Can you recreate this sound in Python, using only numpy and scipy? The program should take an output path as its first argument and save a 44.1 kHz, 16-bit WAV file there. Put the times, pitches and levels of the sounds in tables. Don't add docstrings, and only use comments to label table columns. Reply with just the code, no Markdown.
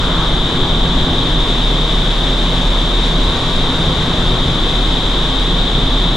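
import sys
import numpy as np
from scipy.fft import rfft, irfft, next_fast_len
from scipy.io import wavfile
from scipy.ndimage import uniform_filter1d, minimum_filter1d, map_coordinates

SR = 44100
rng = np.random.default_rng(int(sys.argv[2]) if len(sys.argv) > 2 else 0)


def generate_wav(signal):
    frames = np.transpose(np.atleast_2d(signal))
    scaled = np.clip(frames, -1, 1) * 32767
    pcm = np.round(scaled).astype(np.int16)
    wavfile.write(sys.argv[1], SR, pcm)


N = 271656

# time in seconds, dB over the usual.
WAKE_STRENGTH = [(0, -0.5), (.5, 0.9), (1.05, 2.3), (1.65, -1.8), (2.25, -.2), (2.9, -2.5), (3.4, 0.5),
                 (4.1, 2.5), (4.55, 2), (4.8, -1), (5.15, -1.6), (5.95, -0.7), (6.16, -1.2)]
# time in seconds, level in dB.
HISS_RIDE = [(0, -28.8), (.7, -30.5), (1.15, -29.5), (2.5, -28), (4.4, -28.5), (6.16, -30)]


def amp(db):
    return 10 ** (np.asarray(db) / 20)


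def unit(x):
    return x / np.sqrt(np.mean(x ** 2) + 1e-20)


def along(points, hz):
    point_hz, values = np.transpose(points)
    return np.interp(np.log(hz + 1), np.log(point_hz + 1), values)


def envelope(points):
    seconds, values = np.transpose(points)
    return np.interp(np.arange(N) / SR, seconds, values)


def wobble(rate):
    knots = rng.standard_normal(int(N * rate / SR) + 4)
    return map_coordinates(knots, [np.arange(N) * rate / SR])


def resonances(modes, hz):
    powers = (amp(db) ** 2 / (1 + ((hz - centre) / width) ** 2) ** 2 for centre, width, db in modes)
    return np.sqrt(sum(powers))


def turbulence(gain):
    # frequency in Hz, likeness 0-1.
    likeness = [(60, 1), (200, 1), (500, 0.96), (1000, 0.84), (1500, 0.82), (2100, 0.54), (3700, 0.6),
                (4800, 0.82), (7500, 0.61), (10200, 0.7), (12000, .25), (14000, 0.36)]
    # frequency in Hz, left minus right in dB.
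    balance = [(40, 0.5), (130, -0.8), (300, 0.4), (550, 1.4), (1100, 1.8), (1600, 0.3), (2500, 0.4),
               (3300, 2.4), (4200, 2), (5500, -0.5), (7500, 1.8), (10200, 1), (11900, 9.5), (13500, 3)]
    # frequency in Hz, left's phase lead in radians.
    phase_lead = [(200, -0.035), (500, 0.029), (1400, 0.18), (2000, 0.04), (3300, -0.79), (3600, -0.21),
                  (4000, -0.39), (4700, 0.14), (9000, 0)]
    size = next_fast_len(N + 8192)
    hz = np.fft.rfftfreq(size, 1 / SR)
    shared, apart = rfft(rng.standard_normal((2, size))) * gain(hz)
    spread = np.arccos(np.clip(along(likeness, hz), 0, .994)) / 2
    mid, side = shared * np.cos(spread), apart * np.sin(spread)
    lean = amp(along(balance, hz) / 2) * np.exp(1j * along(phase_lead, hz) / 2)
    return unit(irfft([(mid + side) * lean, (mid - side) / lean], size)[:, :N])


def throb(pitch_hz=37.3, drift_hz=0.53, edge_s=0.045, flutter_db=0.6, rumble_db=-20.2):
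    # start in seconds, end in seconds, level in dB at the usual wake.
    spells = [(0, .45, -17), (.6, 1, -23), (1.168, 3.362, -16.5), (4.63, 6.16, -17.5)]
    # frequency in Hz, relative level in dB.
    rumble_eq = [(4, -12), (10, 3), (24, 2), (33, 8.5), (44, -8), (55, -17), (85, -26), (105, -35),
                 (400, -100)]
    wake_db = envelope(WAKE_STRENGTH)
    t = np.arange(N) / SR
    gate = sum(amp(db) * (np.tanh((t - start) / edge_s) - np.tanh((t - end) / edge_s)) / 2
               for start, end, db in spells)
    swing = unit(np.sin(2 * np.pi * np.cumsum(pitch_hz + drift_hz * wobble(8)) / SR))
    pan = amp([[-.3], [.3]])
    tone = swing * gate * amp(flutter_db * wobble(14) - 0.67 * wake_db) * pan
    rumble = turbulence(lambda hz: amp(along(rumble_eq, hz)))
    return tone + rumble * amp(rumble_db + wake_db)


def boom(duct_db=-28, chamber_db=-21, surge_db=.5):
    # pitch in Hz, width in Hz, relative level in dB.
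    duct_modes = [(64.8, 8.1, -3), (75.4, 11, -9), (83.2, 7.8, -4.5)]
    chamber_modes = [(110.7, 5.4, -5.5), (124.8, 5.9, -1), (128.2, 6.5, -3), (142, 6.2, -5.5),
                     (158.5, 9.2, 1), (175.5, 5.9, 1), (195, 7, -12), (228.7, 11.3, -7), (243.5, 6.6, -5),
                     (257.4, 9, -10), (265.3, 6.1, -1.5), (275, 8.5, -10.5), (306.4, 8.1, -8.5),
                     (325.3, 9.6, -8.5), (344, 8.9, -11), (369.2, 13.3, -8)]
    wake_db = envelope(WAKE_STRENGTH)
    duct = amp(duct_db + 1.5 * wake_db) * turbulence(lambda hz: resonances(duct_modes, hz))
    chamber_gain = amp(chamber_db + 0.9 * wake_db + surge_db * wobble(4.97))
    return duct + chamber_gain * turbulence(lambda hz: resonances(chamber_modes, hz))


def rush(roar_db=-22.5, gust_db=.45, flicker_db=0.44):
    # frequency in Hz, relative level in dB.
    roar_eq = [(20, -30), (100, -15), (160, 1.5), (300, 0.5), (400, 0), (550, -0.5), (800, -1.5),
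               (1080, -2), (1280, -4.5), (1600, -7), (2200, -18), (6000, -88)]
    hiss_eq = [(500, -25), (1400, -5), (1900, -0.5), (2800, -1), (4400, -5), (6000, -12), (7600, -13),
               (8100, -20.5), (10250, -22.5), (10900, -28.5), (12200, -30), (13000, -36), (14200, -39),
               (15600, -54)]
    # pitch in Hz, width in Hz, dB over the roar.
    wall_modes = [(418, 27, 1.5), (465, 5.9, 4.5), (488, 6.4, -1), (515, 5.7, 1.5), (602, 32, -2.5),
                  (945, 32, -1.5), (1120, 58, 1)]
    roar = turbulence(lambda hz: amp(along(roar_eq, hz)) * np.hypot(1, resonances(wall_modes, hz)))
    hiss = turbulence(lambda hz: amp(along(hiss_eq, hz)))
    roar_gain = amp(roar_db + 0.21 * envelope(WAKE_STRENGTH) + gust_db * wobble(9))
    hiss_gain = amp(envelope(HISS_RIDE) + flicker_db * wobble(14))
    return roar * roar_gain + hiss * hiss_gain


def pass_swell(fade_s=0.4):
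    # time of the peak in seconds, peak level in dB.
    passes = [(.08, -27), (3.95, -33.5)]
    t = np.arange(N) / SR
    return sum(amp(db) * np.exp(-((t - peak_s) / fade_s) ** 2) for peak_s, db in passes)


def flyer_whoosh():
    # centre in Hz, width in Hz, relative level in dB.
    suit_band = [(1190, 410, 0)]
    return pass_swell() * turbulence(lambda hz: resonances(suit_band, hz))


def net_whistle(level_db=-20.0, duck_db=0.6):
    # frequency in Hz at usual speed, relative level in dB.
    vortex_eq = [(1800, -90), (2500, -30), (2800, -28), (3000, -10.5), (3200, -4), (3420, -2), (3560, 0.2),
                 (3680, 1.6), (3800, -1), (3930, -5.5), (4100, -13.5), (4400, -26.5), (6500, -100)]
    # time in seconds, per cent over the usual.
    air_speed = [(0, -0.39), (2.8, -.5), (3.25, 1.7), (3.7, .4), (4.5, -.1), (6.16, 0.48)]
    band = turbulence(lambda hz: amp(along(vortex_eq, hz)))
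    playhead = np.cumsum(1 + envelope(air_speed) / 100)
    whistle = np.array([map_coordinates(port, [playhead], mode="mirror") for port in band])
    hiss_db = envelope(HISS_RIDE)
    swell = pass_swell() / pass_swell().max()
    return whistle * amp(level_db - .4 * (hiss_db - hiss_db.mean()) - duck_db * swell)


def scene():
    return throb() + boom() + rush() + flyer_whoosh() + net_whistle()


def record(dry):
    ceiling, duck_s, top_hz = .82, .008, 15700
    span = int(duck_s * SR)
    needed_gain = ceiling / np.maximum(np.abs(dry).max(axis=0), ceiling)
    limited = dry * uniform_filter1d(minimum_filter1d(needed_gain, 2 * span + 1), span)
    size = next_fast_len(N + SR // 2)
    passband = np.fft.rfftfreq(size, 1 / SR) < top_hz
    return irfft(rfft(limited, size) * passband, size)[:, :N]


dry = scene()
out = record(dry)
generate_wav(out)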